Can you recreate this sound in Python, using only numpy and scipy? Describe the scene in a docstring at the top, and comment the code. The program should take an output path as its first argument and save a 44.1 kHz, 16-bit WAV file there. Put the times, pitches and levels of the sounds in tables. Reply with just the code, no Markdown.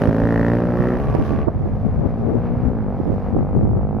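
"""Two single-cylinder motorcycles ride away from the microphone over a frozen lake, shifting gear.
Each firing sends a thump and a puff of rasp down the exhaust. Out on the ice the tyres hiss,
and the wooded shore answers faintly. Close up, wind buffets the two microphone ports,
each on its own, and takes over as the bikes recede."""
import sys
import numpy as np
from scipy import signal
from scipy.fft import rfft, irfft
from scipy.io import wavfile

SR = 44100
rng = np.random.default_rng(int(sys.argv[2]) if len(sys.argv) > 2 else 0)


def int16_out(signal):
    """Quantize to a 16-bit WAV file."""
    q = np.round(np.clip(np.atleast_2d(signal).T, -1, 1) * 32767)
    wavfile.write(sys.argv[1], SR, q.astype(np.int16))


N = 176400
T = np.arange(N) / SR
HZ = np.fft.rfftfreq(N, 1 / SR)


def amp(db):
    """Decibels to gain."""
    return 10 ** (np.asarray(db) / 20)


def unit(x):
    """Scales to rms 1."""
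    return x / np.sqrt(np.mean(x ** 2) + 1e-20)


def curve(rows):
    """Each column of a time table, at every sample."""
    times, *columns = np.transpose(rows)
    return [np.interp(T, times, column) for column in columns]


def colour(x, spectrum):
    """Causal filter with the given spectral shape; keeps white noise at its level."""
    f, db = np.transpose(spectrum)
    gain = unit(amp(np.interp(np.log(HZ + 1), np.log(f), db)))
    cepstrum = irfft(np.log(gain), N)
    cepstrum[1:N // 2] *= 2  # fold to minimum phase
    cepstrum[N // 2 + 1:] = 0
    impulse = irfft(np.exp(rfft(cepstrum)), N)[:4096]
    return signal.fftconvolve(x, impulse)[:N]


def drift(rate_hz):
    """Smooth random motion of rms 1."""
    return unit(irfft(rfft(rng.standard_normal(N)) * np.exp(-(HZ / rate_hz) ** 2), N))


def stereo_noise(spectrum, width):
    """Coloured noise with a share of side signal."""
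    mid, side = (unit(colour(rng.standard_normal(N), spectrum)) for _ in range(2))
    return np.array([mid + width * side, mid - width * side])


# Spectrum of the wind right on the microphone: f/Hz, relative level/dB
WIND_SPECTRUM = [(10, -25), (25, -5.5), (45, -0.5), (90, 2.5), (150, -0.5), (250, -11), (400, -22.5),
                 (800, -35.5), (2000, -77.5)]
# Strength of that wind: t/s, level/dB
WIND_STRENGTH = [(0, -28), (.7, -28), (1.1, -20.5), (2.8, -25.5), (3.3, -21.5), (3.7, -17), (4, -24)]

def wind():
    """Wind across the microphone: a lumpy rumble, unrelated at the two ports."""
    ports = [unit(colour(rng.standard_normal(N), WIND_SPECTRUM) * amp(2.7 * drift(14))) for _ in "LR"]
    return np.array(ports) * amp(curve(WIND_STRENGTH)[0])


# Eddies striking the microphone: t/s, length/s, level/dB, corner f/Hz, port (L or R)
EDDIES = [(0.089, 0.022, -9, 204, "R"), (0.801, 0.018, -13, 171, "R"), (1.11, 0.042, -16.5, 123.5, "R"),
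          (1.151, 0.021, -11.5, 595, "R"), (1.199, 0.039, -14.5, 327, "R"), (1.33, 0.069, -15, 260, "R"),
          (1.475, 0.012, -13.5, 450, "R"), (1.484, 0.011, -9.5, 716, "R"), (1.61, 0.037, -17.5, 200, "R"),
          (1.659, 0.04, -21, 414, "R"), (1.867, 0.047, -12, 190.2, "L"), (1.997, 0.039, -13.5, 159.6, "L"),
          (2.036, 0.044, -20.5, 580, "L"), (2.062, 0.026, -11, 300, "L"), (2.29, 0.12, -17.5, 450.8, "L"),
          (2.355, 0.044, -14, 295, "L"), (2.519, .11, -18, 210, "L"), (2.67, 0.061, -11.5, 189.8, "L"),
          (3.002, 0.012, -13.5, 280, "R"), (3.104, 0.068, -14.5, 339, "R"), (3.367, 0.015, -11.5, 330, "R"),
          (3.382, 0.092, -13.5, 261, "L"), (3.565, 0.03, -11, 290, "L"), (3.629, .12, -20.5, 383, "L"),
          (3.674, 0.11, -15.5, 229.3, "R"), (3.77, .03, -17.5, 420, "L"), (3.952, 0.054, -20.5, 299, "R")]

def gusts(low_hz=51, top_hz=1300, rolloff_order=3.07, jolt_s=0.022):
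    """Each eddy hits one port with a rumble and a jolt; the faster it is, the higher it reaches."""
    ports = np.zeros((2, N))
    size = 16384
    t, hz = (np.arange(size) - size // 2) / SR, np.fft.rfftfreq(size, 1 / SR)
    for centre_s, length_s, level_db, corner_hz, port in EDDIES:
        band = hz / np.hypot(hz, low_hz) / np.sqrt(1 + (hz / top_hz) ** 10)
        band /= np.sqrt(1 + (hz / corner_hz) ** (2 * rolloff_order))
        swell = np.exp(-2 * (t / length_s) ** 2)
        rumble = unit(irfft(rfft(rng.standard_normal(size)) * band) * swell)
        jolt = min(jolt_s / length_s, 1) * unit(np.fft.fftshift(irfft(band)))  # long gusts jolt less
        eddy = amp(level_db) * np.sqrt(np.mean(swell ** 2)) * unit(rumble + jolt)
        ports["LR".index(port)] += np.interp(T, centre_s + t, eddy, left=0, right=0)
    return ports


# Ticks at the microphone: t/s, relative level/dB
CLOSE_TICKS = [(1.151, -27), (3.303, -41)]

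def ticks(decay_s=0.00014):
    """Tiny dry clicks, very close."""
    envelope = sum(amp(db) * (T >= s) * np.exp(-abs(T - s) / decay_s) for s, db in CLOSE_TICKS)
    return envelope * rng.standard_normal((2, N)) / 2


def shore(bikes, level_db=-19, t60_s=0.42, build_s=0.017, top_hz=1200):
    """Faint dull scatter, back from the ice and the trees along the shore."""
    t = T[:SR]
    echo = rng.standard_normal((2, SR)) * amp(-60 * t / t60_s) * (1 - np.exp(-t / build_s))
    echo = signal.lfilter(*signal.butter(1, top_hz, fs=SR), echo)
    echo = np.array([echo[0] + 0.39 * echo[1], echo[0] - 0.1 * echo[1]])  # narrow stereo image
    gain = np.sqrt(np.mean(abs(rfft(echo[0])[100:800]) ** 2))  # over 100-800 Hz
    return amp(level_db) * signal.fftconvolve(bikes, echo / gain, axes=1)[:, :N]


# Spectrum of the tyres' hiss and roar from across the lake: f/Hz, relative level/dB
ROAR_SPECTRUM = [(60, -10.5), (250, 4), (600, 2.5), (1000, -3.5), (1500, -12.5), (2300, -21), (3300, -37.5),
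                 (5000, -41.5), (7000, -57.5), (11000, -57.5), (15500, -62)]
# That roar at the microphone: t/s, level/dB
ROAR_LEVEL = [(0, -32.5), (1.38, -32), (1.48, -38.5), (1.9, -39.5), (2.5, -34.5), (2.85, -38), (3.1, -35.5),
              (3.7, -40)]
# Spectrum of the ice spray: f/Hz, relative level/dB
ICE_SPECTRUM = [(1500, -20.5), (3200, 6.5), (5000, 1), (6500, -2), (9000, -12.5), (11500, -5), (15500, -25)]
# That spray at the microphone: t/s, level/dB
ICE_LEVEL = [(.5, -62.5), (1.18, -70.5), (1.26, -55.5), (1.46, -73.5), (1.9, -70.5), (2.5, -73),
             (2.92, -76), (2.98, -70.5), (3.18, -68), (3.62, -83), (4, -78.5)]

def tyres():
    """Distant roar of the tyres, near the centre, and a wide, fine spray of the ice they throw."""
    roar = stereo_noise(ROAR_SPECTRUM, width=0.21) * amp(curve(ROAR_LEVEL)[0] + 1.4 * drift(19))
    spray = stereo_noise(ICE_SPECTRUM, width=0.72) * amp(curve(ICE_LEVEL)[0] + 2.0 * drift(120))
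    return roar + spray


def firings(rate_hz, uneven_db, puff_s, wobble_cycles=.0018, leak=.16):
    """A click and a dying puff of gas noise for each firing, and their mix that drives the pipe."""
    cycles = np.cumsum(rate_hz) / SR + wobble_cycles * drift(39)
    fired = np.flatnonzero(np.diff(np.floor(cycles)) > 0)
    clicks = np.zeros(N)
    clicks[fired] = amp(uneven_db * rng.standard_normal(N)[:len(fired)])
    gas_flow = signal.lfilter([1], [1, -np.exp(-1 / (puff_s * SR))], clicks) + leak
    clicks, puffs = unit(clicks), unit(gas_flow * rng.standard_normal((2, N)))
    return clicks, puffs, -clicks + .09 * puffs[0]


def pipe_echo(x, round_trip_s=0.00557, top_hz=716):
    """The pressure wave runs up and down the pipe, spreading each thump over the cycle."""
    trip = np.exp(-2j * np.pi * HZ * round_trip_s)
    reflection = .3 / (1 + (HZ / top_hz) ** 2)
    return irfft(rfft(x) * (1 + reflection / trip) / (1 + reflection * trip), N)


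def silencer(x, corner_hz=600):
    """The silencer delays the bass of each thump behind its crack."""
    return irfft(rfft(x) * (corner_hz - 1j * HZ) / (corner_hz + 1j * HZ), N)


def resonance(x, hz, width_hz):
    """One ringing mode, scaled to rms 1."""
    impulse = T * np.exp(-np.pi * width_hz * T) * np.sin(2 * np.pi * hz * T)
    return unit(signal.fftconvolve(x, impulse)[:N])


# Spectrum of the gas puffs from either tailpipe: f/Hz, relative level/dB
RASP_SPECTRUM = [(100, -12), (400, 0), (900, 2), (1500, 8.5), (2000, -2), (2700, -6), (3600, -17.5),
                 (5200, -19), (7000, -26), (11000, -27), (15500, -32.5)]

def rasp(clicks, puffs, width, grit_hz=2100, fade_hz=3600, fade_s=(1.2, 1.44), fade_db=-12):
    """A clean bark in the middle range and puffs of gas above it; the treble fades with distance."""
    grit = 1 / (1 + (grit_hz / (HZ + 1)) ** 4)
    source = irfft(rfft(-clicks) * np.sqrt(1 - grit) + rfft(puffs[0]) * np.sqrt(grit), N)
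    mid, side = unit(colour(source, RASP_SPECTRUM)), unit(colour(puffs[1], RASP_SPECTRUM))
    side = irfft(rfft(side) * (width + (1 - width) * grit / 2), N)
    stereo = np.array([mid + side, mid - side])
    treble = irfft(rfft(stereo) / (1 + (fade_hz / (HZ + 1)) ** 4), N)
    return stereo + treble * (amp(np.interp(T, fade_s, [0, fade_db])) - 1)


# Firing rate of the higher-revving bike: t/s, f/Hz
HIGH_BIKE_RATE = [(0.0, 82.8), (0.55, 86.3), (0.74, 83.3), (0.78, 68.9), (1.0, 70.4), (1.3, 73.2),
                  (1.41, 72.9), (1.47, 68.6), (1.62, 63.2), (2.05, 61.8), (2.35, 60.3), (2.58, 57.1),
                  (2.72, 68.6), (3.15, 65.2), (4.0, 65.1)]
# That bike at the microphone: t/s, exhaust level/dB, rasp level/dB
HIGH_BIKE_LEVELS = [(0, -25.5, -50.5), (.3, -28, -59), (.74, -31.5, -61), (.775, -33.5, -41.5),
                    (.95, -27, -46.5), (1.24, -30.5, -42.5), (1.43, -27, -39.5), (1.46, -34.5, -61),
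                    (1.92, -31.5, -57), (2.5, -42, -59.5), (2.72, -34, -65), (3.25, -37.5, -61.5),
                    (4, -45, -78)]
# Spectrum of its exhaust: f/Hz, relative level/dB
HIGH_BIKE_PIPE = [(30, -45), (70, -6), (140, 0), (250, 5.5), (330, -9), (430, 2), (540, -4), (660, -3.5),
                  (790, -5.5), (950, -22), (1300, -18), (2300, -41.5), (7000, -73.5)]

def high_bike():
    """The quieter, higher-revving bike rasps and whines under load, until the throttle closes."""
    exhaust_db, rasp_db = curve(HIGH_BIKE_LEVELS)
    clicks, puffs, drive = firings(curve(HIGH_BIKE_RATE)[0], uneven_db=2.0, puff_s=0.00073)
    exhaust = unit(colour(pipe_echo(drive), HIGH_BIKE_PIPE))
    whine = amp(-0.5) * resonance(drive, hz=1138, width_hz=100)
    return amp(exhaust_db) * exhaust + amp(rasp_db) * (rasp(clicks, puffs, width=.25) + whine)


# The main bike's exhaust near the microphone: f/Hz, relative level/dB
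NEAR_PIPE = [(30, -41), (57, -4), (113, 4.5), (175, 5), (283, 4), (335, -10), (366, 4.5), (400, -8),
             (460, -3), (590, -2.5), (640, -16.5), (900, -17.5), (1200, -29.5), (1600, -22.5),
             (2300, -47.5), (6000, -80.5)]
# The same exhaust from far out on the ice: f/Hz, relative level/dB
FAR_PIPE = [(30, -40.5), (55, -16.5), (110, 1), (160, -9), (220, 6), (290, -11.5), (380, -15), (490, -5.5),
            (600, -13), (770, -11.5), (950, -22.5), (1300, -26.5), (2000, -55.5), (6000, -86)]

def receding_exhaust(drive, leave_s=0.77, far_s=1.7, coast_s=2.8, turn_s=2.84, boom_hz=350):
    """The main bike's thumps pass from their near to their distant colour, duller until it turns."""
    near = unit(colour(silencer(pipe_echo(drive)), NEAR_PIPE))
    far = unit(colour(drive, FAR_PIPE))
    boom = signal.lfilter(*signal.butter(1, boom_hz, fs=SR), far)
    treble_db = np.interp(T, [turn_s - .2, turn_s], [-6.5, 3])
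    far = boom + (far - boom) * amp(treble_db)
    far_share = np.interp(T, [leave_s, far_s], [0, 1])
    far_share *= 1 - .55 * np.exp(-((T - coast_s) / .1) ** 2)  # fuller as it coasts into the turn
    return (1 - far_share) * near + far_share * far


# Firing rate of the main bike: t/s, f/Hz
MAIN_BIKE_RATE = [(0.0, 53.9), (0.16, 55.1), (0.25, 57.1), (0.43, 56.5), (0.58, 58.8), (0.76, 59.6),
                  (0.91, 61.5), (1.0, 58.9), (1.45, 50.9), (1.55, 50.1), (2.0, 54.8), (2.2, 56.7),
                  (2.66, 61.7), (2.72, 60.3), (2.76, 55.6), (2.88, 49.3), (3.0, 45.2), (3.16, 48.3),
                  (3.4, 48.8), (3.7, 49.7), (4.0, 52.6)]
# That bike at the microphone: t/s, exhaust level/dB, rasp level/dB
MAIN_BIKE_LEVELS = [(0, -14.5, -32), (.12, -17.5, -42.5), (.53, -16.5, -40.5), (.7, -20.5, -46),
                    (.82, -18.5, -46), (.97, -20.5, -45.5), (1.04, -45, -46), (1.55, -28, -68),
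                    (1.95, -29, -67.5), (2.2, -26.5, -61.5), (2.45, -24, -51), (2.64, -24.5, -66),
                    (2.77, -22, -61), (2.87, -25, -61), (2.97, -29.5, -63), (3.3, -28, -58.5),
                    (3.73, -28.5, -63), (4, -27, -62.5)]
# Its metallic ring while still close: t/s, level/dB
RING_LEVEL = [(.19, -50), (.28, -40.5), (.38, -37.5), (.49, -38), (.57, -52), (.74, -54), (.82, -41.5),
              (.95, -45), (1.08, -80)]
# Its nasal bark before the gear change: t/s, level/dB
BARK_LEVEL = [(.45, -73), (.56, -52.5), (.92, -40.5), (1.06, -72)]

def main_bike():
    """Loud and ringing close by; barks, shifts up, pulls again, and putters through a distant turn."""
    exhaust_db, rasp_db = curve(MAIN_BIKE_LEVELS)
    clicks, puffs, drive = firings(curve(MAIN_BIKE_RATE)[0], uneven_db=.45, puff_s=0.0028)
    exhaust = amp(exhaust_db) * receding_exhaust(drive)
    ring = amp(curve(RING_LEVEL)[0]) * resonance(drive, hz=1830, width_hz=290)
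    bark = amp(curve(BARK_LEVEL)[0]) * resonance(drive, hz=1351, width_hz=130)
    return exhaust + ring + bark + amp(rasp_db) * rasp(clicks, puffs, width=.3)


def scene():
    """Bikes, echo and tyres out on the lake; wind and ticks right at the microphone."""
    bikes = main_bike() + high_bike()
    balance = amp([[-.3], [.3]])  # a touch to the right
    return (bikes + shore(bikes)) * balance + tyres() + wind() + gusts() + ticks()


def record(dry, notch_hz=7800, notch_width_hz=790, notch_db=-10, top_hz=15800):
    """The microphone's treble notch, full-scale limit and band limit."""
    notch = amp(notch_db * np.exp(-((HZ - notch_hz) / notch_width_hz) ** 2))
    heard = np.clip(irfft(rfft(dry) * notch, N), -1, 1)
    lowpass = signal.firwin(511, top_hz, window=("kaiser", 9), fs=SR)
    return signal.oaconvolve(heard, lowpass[None], "same")


dry = scene()
out = record(dry)
int16_out(out)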